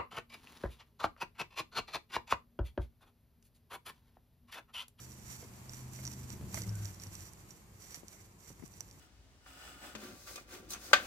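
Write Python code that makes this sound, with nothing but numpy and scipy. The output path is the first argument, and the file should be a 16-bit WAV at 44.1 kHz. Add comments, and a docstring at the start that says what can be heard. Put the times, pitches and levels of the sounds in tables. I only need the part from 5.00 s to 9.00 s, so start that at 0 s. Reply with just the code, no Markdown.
"""Spider and worm in a plastic box

A spider and a worm thrash on dry soil and webbing in a small box, close to a phone.
Each stroke crushes many tiny grains, and legs and crumbs tick. The box is knocked, scraped
and rubbed, and there is one faint squeak. Behind them a low engine drone, probably a
vehicle outside, swells and sinks in pitch over a steady hiss."""
import sys
import numpy as np
from scipy import signal
from scipy.fft import rfft, irfft
from scipy.io import wavfile
from scipy.ndimage import uniform_filter1d

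SR = 44100
rng = np.random.default_rng(int(sys.argv[2]) if len(sys.argv) > 2 else 0)


def generate_wav(sig):
    """Save sig (samples, or channels by samples) to the path in sys.argv[1] as 16-bit PCM at SR."""
    pcm = np.round(np.clip(np.atleast_2d(sig).T, -1, 1) * 32767).astype(np.int16)
    wavfile.write(sys.argv[1], SR, pcm)


N = 176400  # 4 seconds


def gain(db):
    """Turn decibels into a number to multiply by."""
    return 10 ** (np.asarray(db) / 20)


def normalise(x):
    """Scale a signal to an average power of 1."""
    return x / np.sqrt(np.mean(x ** 2))


def noise():
    """White noise: all pitches, equally strong."""
    return rng.standard_normal(N)


def wander(rate_hz):
    """A smooth random wobble, about 1 in size."""
    hold = int(SR / rate_hz)
    steps = np.repeat(rng.standard_normal(N // hold + 1), hold)
    return normalise(uniform_filter1d(uniform_filter1d(steps, hold), hold)[:N])


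def colour(x, curve, size=8192):
    """Make some pitches louder and others softer, following (pitch_hz, level_db) points."""
    hz, db = np.array(curve, float).T
    freqs = np.maximum(np.arange(size // 2 + 1) * SR / size, 1)
    cepstrum = irfft(np.log(gain(np.interp(np.log(freqs), np.log(hz), db))))
    # fold the filter so that nothing sounds before the hit that causes it
    cepstrum[1:size // 2] *= 2
    cepstrum[size // 2 + 1:] = 0
    response = irfft(np.exp(rfft(cepstrum)))
    return signal.fftconvolve(x, response / np.linalg.norm(response))[:N]


def resonate(x, tones, size=4096):
    """Make a signal ring with tones that each fade by 60 dB in ring_s seconds."""
    t = np.arange(size) / SR
    response = sum(gain(db) * np.sin(2 * np.pi * hz * t) * np.exp(-np.log(1000) * t / ring_s)
                   for hz, ring_s, db in tones)
    return signal.fftconvolve(x, response / np.linalg.norm(response))[:N]


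def hits(starts_s, levels_db, fade_s, tail, size=2048):
    """Each contact is one sharp click with a short, crumbling tail of noise."""
    out = np.zeros(N + size)
    clicks = rng.standard_normal((len(starts_s), size)) * tail * np.exp(-np.arange(size) / SR / fade_s)
    clicks[:, 0] = 1
    strength = np.sqrt(.005 * SR)  # as much energy as 5 ms of steady sound
    for start_s, db, click in zip(starts_s, levels_db, clicks):
        i = int(np.clip(start_s * SR, 0, N))
        out[i:i + size] += click / np.linalg.norm(click) * gain(db) * strength
    return out[:N]


def grains(per_s, spread_db):
    """Tiny clicks at random times, a few much louder than the rest."""
    sizes = gain(spread_db * np.minimum(rng.exponential(size=N), 5))
    return normalise((rng.random(N) < per_s / SR) * sizes * np.sign(noise()))


def left_delay(x, delay_s=.00015):
    """The left microphone hears the animals slightly later."""
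    i = np.arange(len(x))
    return np.interp(i - delay_s * SR, i, x)


def wide_noise(curve, width):
    """Coloured noise, nearly the same left and right when width is small."""
    return colour(noise(), curve) + width * colour(noise(), curve) * np.array([[1], [-1]])


def add(out, start_s, sound):
    """Mix in a short stereo sound at start_s."""
    i = int(np.clip(start_s * SR, 0, N - 1))
    out[:, i:i + sound.shape[1]] += sound[:, :N - i]


# Tone colours of the room noise and the hiss: pitch_hz, level_db
ROOM_COLOUR = [(20, -23.5), (35, -15), (52, 6), (72, -5), (105, 2), (140, -8.5), (190, 0.5), (250, -12),
               (350, -9), (500, -15), (1000, -37.5), (3000, -41.5), (9000, -39)]
HISS_COLOUR = [(100, 11.5), (400, 7), (1000, 13), (1500, 5), (2200, 6), (3600, -2), (5000, 2), (5850, -10),
               (6500, 4.5), (7400, 4), (9000, -1.5), (14500, -2)]
# How the hiss drifts in loudness: time_s, level_db
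HISS_LEVELS = [(0, -60), (.6, -54), (1.1, -56.5), (1.8, -54.5), (2.2, -57.5), (2.45, -58), (2.75, -60.5),
               (3.05, -59.5), (3.35, -61.5), (4, -60.5)]


def background(t):
    """Low room noise under a smooth hiss that is different on each side."""
    hiss = np.array([colour(noise(), HISS_COLOUR), gain(-1) * colour(noise(), HISS_COLOUR)])
    hiss_db = np.interp(t, *np.array(HISS_LEVELS).T) - 3.5
    return gain(-62) * wide_noise(ROOM_COLOUR, width=.078) + gain(hiss_db) * hiss


# The engine over time: time_s, firing_hz, tone_db, rumble_db
ENGINE_PATH = [(0, 125.9, -56, -60.5), (.3, 126, -57.5, -58), (.63, 126.6, -58.5, -58),
               (.86, 127.2, -50.5, -54), (1.299, 126.8, -49, -51), (1.5, 117, -49.5, -49),
               (1.66, 107.4, -49.5, -49), (1.685, 106.4, -40.5, -46), (1.755, 104.7, -40, -51),
               (1.79, 103.2, -42, -47), (1.85, 101.3, -41, -51.5), (1.912, 98.8, -45.5, -53.5),
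               (1.945, 97.7, -62.5, -58), (2.08, 96.8, -56, -55.5), (2.349, 93.3, -77, -61),
               (3.2, 90.6, -78, -71), (4, 90, -65.5, -60)]
# Its weaker tones, which follow the rumble's level: times_firing_rate, level_db
ENGINE_TONES = [(.6, -8), (1.4, -12), (1.6, -8.5), (1.8, -10), (2, -15), (3.001, -21.5)]
# Tone colour of the rumble: pitch_hz, level_db
RUMBLE_COLOUR = [(20, -49.5), (45, -3), (62, -4), (78, 7.5), (115, 6.5), (150, -14), (192, 2.5),
                 (235, -15.5), (270, -10), (330, -5), (480, -19), (1000, -25), (2500, -35.5), (8000, -34.5)]


def engine(t):
    """An engine's firing makes a muffled drone, which sinks in pitch as it goes by."""
    time_s, firing_hz, tone_db, rumble_db = np.array(ENGINE_PATH).T
    pitch_hz = np.interp(t, time_s, firing_hz) * (1 + .0047 * wander(20.4))
    phase = 2 * np.pi * np.cumsum(pitch_hz) / SR
    drone = np.sqrt(2) * np.sin(phase) * gain(np.interp(t, time_s, tone_db) + 2 * wander(24.13))
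    weak_tones = sum(
        np.sqrt(2) * gain(db + 1.3 * wander(12)) * np.sin(multiple * phase + 2 * np.pi * rng.random())
        for multiple, db in ENGINE_TONES)
    rumble = gain(-.5) * wide_noise(RUMBLE_COLOUR, width=.32)
    return drone + gain(np.interp(t, time_s, rumble_db)) * (weak_tones + rumble)


def squeak(t, peak_s=1.733, rise_s=.021, fall_s=.097, pitch_hz=1547):
    """One faint, rough squeak on the left that swells quickly and fades."""
    phase = 2 * np.pi * np.cumsum(pitch_hz * (1 + .05 * wander(400))) / SR
    swell = np.exp(-((t - peak_s) / np.where(t < peak_s, rise_s, fall_s)) ** 2 / 2)
    rough_level = gain(-61.5 + 3 * wander(250))
    left_right = gain([[0], [-12]])
    return left_right * swell * rough_level * np.sqrt(2) * np.sin(phase)


# Bodies rubbing along the plastic: peak_s, half_length_s, level_db
WALL_RUBS = [(0.286, 0.014, -61), (1.576, .007, -50), (1.639, 0.0067, -55.5), (2.83, 0.015, -68.5),
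             (2.926, 0.043, -64), (3.127, .025, -71), (3.192, .02, -64.5), (3.468, 0.027, -69)]
# Tones that rubbing sets ringing: pitch_hz, ring_s, level_db
RUB_TONES = [(2070, 0.023, -2), (2185, 0.017, -4.5), (5830, 0.017, 0.5), (7500, 0.0079, 3)]


def rubs(t):
    """A body sliding along the wall catches in tiny steps that ring the plastic."""
    pressure = sum(gain(db) * np.exp(-((t - peak_s) / half_length_s) ** 2 / 2)
                   for peak_s, half_length_s, db in WALL_RUBS)
    return np.array([resonate(pressure * grains(per_s=2300, spread_db=2), RUB_TONES) for _ in range(2)])


# Soft knocks on the box: start_s, level_db, left_minus_right_db, pitch_hz
BOX_KNOCKS = [(.427, -55, 1, 480), (.447, -58.5, 3, 351.2), (1.335, -51, 15, 149), (1.412, -43.5, 4, 151),
              (1.426, -46.5, 2, 165), (1.44, -48, 5, 160), (1.51, -49, 3, 100), (1.574, -45.5, -6.5, 183),
              (1.616, -45, -1, 152), (1.661, -53.5, 1, 189), (1.713, -57, -2, 350), (2.064, -46.5, 1, 104),
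              (2.974, -56, -4, 200), (3.033, -60.5, 22, 300), (3.504, -50, -3.5, 211),
              (3.513, -55.5, -3, 190.3), (3.597, -55.5, 18, 201), (3.624, -57.5, 21.5, 245),
              (3.636, -53, 21, 177)]
# Tone colour of a knock, strongest at 190 Hz: pitch_hz, level_db
KNOCK_COLOUR = [(30, -54), (70, -11), (120, 4.5), (190, 10.5), (300, -0.5), (520, -10.5), (800, -18),
                (2200, -28), (4000, -37), (12000, -42)]


def knocks():
    """Each bump on the box makes a dull thud with its own pitch."""
    out = np.zeros((2, N))
    for start_s, level_db, pan_db, pitch_hz in BOX_KNOCKS:
        bump = hits([0], [level_db + 4.5], fade_s=.0096, tail=.056)[:2048]
        thud = colour(bump, [(hz * pitch_hz / 190, db) for hz, db in KNOCK_COLOUR])
        add(out, start_s, gain([[pan_db / 2], [-pan_db / 2]]) * thud)
    return out


# Hard scrapes against the plastic: start_s, crack_db, ring_db
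BOX_SCRAPES = [(0.428, -73, -53), (.735, -59, -68), (.989, -59, -51), (1.0522, -65, -70),
               (1.0755, -52.5, -57), (1.3024, -57.5, -67), (1.337, -59.5, -62), (1.5435, -44, -53),
               (1.5484, -57, -57), (1.5745, -46.5, -42.5), (2.9436, -54, -69), (3.135, -70, -59),
               (3.596, -62, -69), (3.625, -62, -64), (3.8062, -56.5, -73)]
# Tone colour of the crack: pitch_hz, level_db
CRACK_COLOUR = [(150, -4), (480, 4), (900, 19), (1500, 11.5), (2100, 18.5), (2500, 13), (3200, -16),
                (5000, -7), (12000, -8)]
# The box's own hollow tones: pitch_hz, ring_s, level_db
BOX_TONES = [(309, 0.28, -8), (380, .05, -10), (650, 0.06, 3), (940, 0.048, -7.5), (1520, 0.054, -8),
             (1910, 0.038, -8), (2170, 0.059, -5)]


def scrapes():
    """A hard scrape starts with a crack and sets the plastic box ringing."""
    start_s, crack_db, ring_db = np.array(BOX_SCRAPES).T
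    cracks = [colour(hits(start_s, crack_db, fade_s=.0039, tail=.56), CRACK_COLOUR) for _ in range(2)]
    hollow_ring = resonate(hits(start_s, ring_db, fade_s=.012, tail=.041), BOX_TONES)
    return np.array(cracks) + hollow_ring


# Tones of the phone's microphone port, the small hole that lets sound in: pitch_hz, ring_s, level_db
PORT_TONES = [(4810, 0.014, -4), (5740, 0.02, 1.5), (5866, 0.028, 0.5), (6680, 0.0061, 0),
              (7530, 0.0066, -11)]
PORT_HZ = 5850


def port_ring(x, pitch_hz=PORT_HZ):
    """Each tick sets the phone's microphone port ringing briefly near 6 kHz, louder on the right."""
    ring = resonate(x, [(hz * pitch_hz / PORT_HZ, ring_s, db) for hz, ring_s, db in PORT_TONES])
    return np.array([gain(-5) * left_delay(ring), ring])


# Ticks of legs and crumbs: start_s, level_db, snap_above_level_db, port_pitch_hz
LEG_AND_CRUMB_TICKS = [(0.119, -51, -9, 5800), (.388, -58, 6, 5850), (0.442, -52, -11, 5750),
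                       (.5373, -56, -10, 5900), (0.6948, -42, -6, 5750), (0.7343, -38, -9, 5960),
                       (.745, -47.5, -5, 5800), (0.934, -51, 5, 6100), (1.0522, -35.5, -7, 5830),
                       (1.0589, -42, -7, 5960), (1.068, -38.5, -6, 5900), (1.0762, -34, -6.5, 5830),
                       (1.1354, -46.5, -13, 5800), (1.3029, -37, -8, 5840), (1.5436, -33.5, 1.5, 5900),
                       (1.619, -33.5, -6, 6020), (1.636, -42, -5, 5700), (1.6796, -55, -17, 5800),
                       (1.6931, -42, -12, 5700), (1.754, -55, 11, 5850), (1.757, -57, 10, 5850),
                       (1.847, -50, 4, 5857), (1.8553, -37.5, -6, 5780), (1.945, -54, 4, 5740),
                       (1.9991, -44.5, -12, 5686), (2.0199, -45, -9, 5830), (2.036, -41.5, 0, 5790),
                       (2.069, -46, -4, 5800), (2.153, -41.5, 1, 5860), (2.2064, -49, 0, 5800),
                       (2.3344, -59.5, 13.5, 5900), (2.4934, -60, -11, 5850), (2.5067, -46, -3.5, 5874),
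                       (2.5104, -48, -6, 5730), (2.8217, -53, -6, 5850), (2.9084, -51, 4, 5700),
                       (2.923, -49, -4, 5900), (2.9445, -38.5, -2, 5840), (3.0823, -44.5, 2.5, 5920),
                       (3.132, -55.5, 1, 5900), (3.6785, -64, 12, 5970), (3.7382, -53, -9, 5850),
                       (3.8066, -34, -2.5, 5880), (3.888, -56, -8, 5870), (3.901, -55, -15, 5850),
                       (3.912, -48.5, -4, 5800), (3.928, -58, -14, 5720)]
# Tone colour of a tick's snap: pitch_hz, level_db
SNAP_COLOUR = [(300, -35), (2000, -1), (3300, -17), (4600, 2), (7500, 16.5), (9000, 6.5), (11000, 7),
               (14500, -1.5)]


def ticks(volume_db=-3.5):
    """Legs and crumbs tick, ringing the microphone port; a bright snap reaches only the right side."""
    starts_s, levels_db, snaps_db, _ = np.array(LEG_AND_CRUMB_TICKS).T
    snaps = hits(starts_s, levels_db + snaps_db + volume_db, fade_s=.0012, tail=.66)
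    out = np.array([np.zeros(N), colour(snaps, SNAP_COLOUR)])
    for start_s, level_db, _, port_pitch_hz in LEG_AND_CRUMB_TICKS:
        contact = hits([0], [level_db + volume_db], fade_s=.0007, tail=.12)[:2048]
        add(out, start_s, port_ring(contact, port_pitch_hz))
    return out


# The animals' strokes through the soil: peak_s, rise_s, fall_s, level_db
SOIL_STROKES = [(0.028, 0.13, 0.045, -51), (.32, 0.058, 0.041, -46.5), (.43, 0.042, 0.032, -52),
                (.56, 0.11, 0.17, -60), (0.75, 0.024, 0.028, -51), (.98, 0.038, 0.1, -48),
                (1.15, 0.038, 0.069, -52.5), (1.32, 0.076, 0.067, -53), (1.546, 0.0063, 0.019, -40),
                (1.577, 0.013, 0.01, -43), (1.6, 0.059, 0.068, -46), (1.76, 0.01, 0.058, -54),
                (1.845, 0.052, 0.056, -48), (2.045, 0.027, 0.036, -50), (2.15, 0.032, 0.041, -47),
                (2.22, 0.021, 0.069, -53), (2.41, 0.021, 0.04, -58), (.17, 0.063, 0.091, -53),
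                (.85, 0.048, 0.1, -57.5), (2.5, 0.021, 0.1, -58), (2.859, 0.06, 0.026, -54.5),
                (2.958, 0.036, 0.026, -45.5), (3.14, 0.05, 0.061, -55.5), (3.21, 0.051, 0.098, -62),
                (3.48, 0.047, 0.025, -53), (3.69, 0.11, 0.062, -59), (3.831, 0.062, 0.035, -56.5),
                (3.951, 0.03, 0.13, -56.5)]
# Tone colour of the soil on each side: pitch_hz, level_db
SOIL_LEFT_COLOUR = [(200, 0), (1000, 5.5), (2100, 8), (3500, 1), (5200, 6), (5850, 10.5), (6400, 0),
                    (7000, -4), (8200, -10), (9500, -9), (14500, -11.5)]
SOIL_RIGHT_COLOUR = [(200, 1), (1000, -10), (2200, -3.5), (3400, -8.5), (4900, -5), (5500, -12.5),
                     (5850, 8), (6250, -2), (7100, 6), (7800, 2.5), (9000, -3.5), (14500, -2.5)]


def soil(t):
    """Each stroke swells and fades, crushing fine grains and flicking larger crumbs."""
    power = sum(
        gain(db) ** 2 * np.exp(-np.abs((t - peak_s) / np.where(t < peak_s, rise_s, fall_s)) ** 1.63)
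        for peak_s, rise_s, fall_s, db in SOIL_STROKES)
    effort = np.sqrt(power) * gain(2.5 * wander(60))  # the level flutters quickly
    direct, scattered = (effort * grains(per_s=16000, spread_db=4) for _ in range(2))
    left = gain(-9) * colour(.37 * left_delay(direct) + .92 * scattered, SOIL_LEFT_COLOUR)
    right = colour(direct, SOIL_RIGHT_COLOUR)
    crumbs = port_ring(effort * grains(per_s=300, spread_db=2))
    return np.array([left, right]) + gain(-10) * crumbs


def scene():
    """The scuffle in its box, with the engine and the background behind it."""
    t = np.arange(N) / SR
    scuffle = soil(t) + ticks() + knocks() + scrapes() + rubs(t) + squeak(t)
    return scuffle + engine(t) + background(t)


def record(dry, top_hz=14600):
    """The phone steeply cuts off the very highest pitches."""
    return signal.sosfilt(signal.ellip(10, .2, 70, top_hz, fs=SR, output="sos"), dry)


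dry = scene()
out = record(dry)
generate_wav(out)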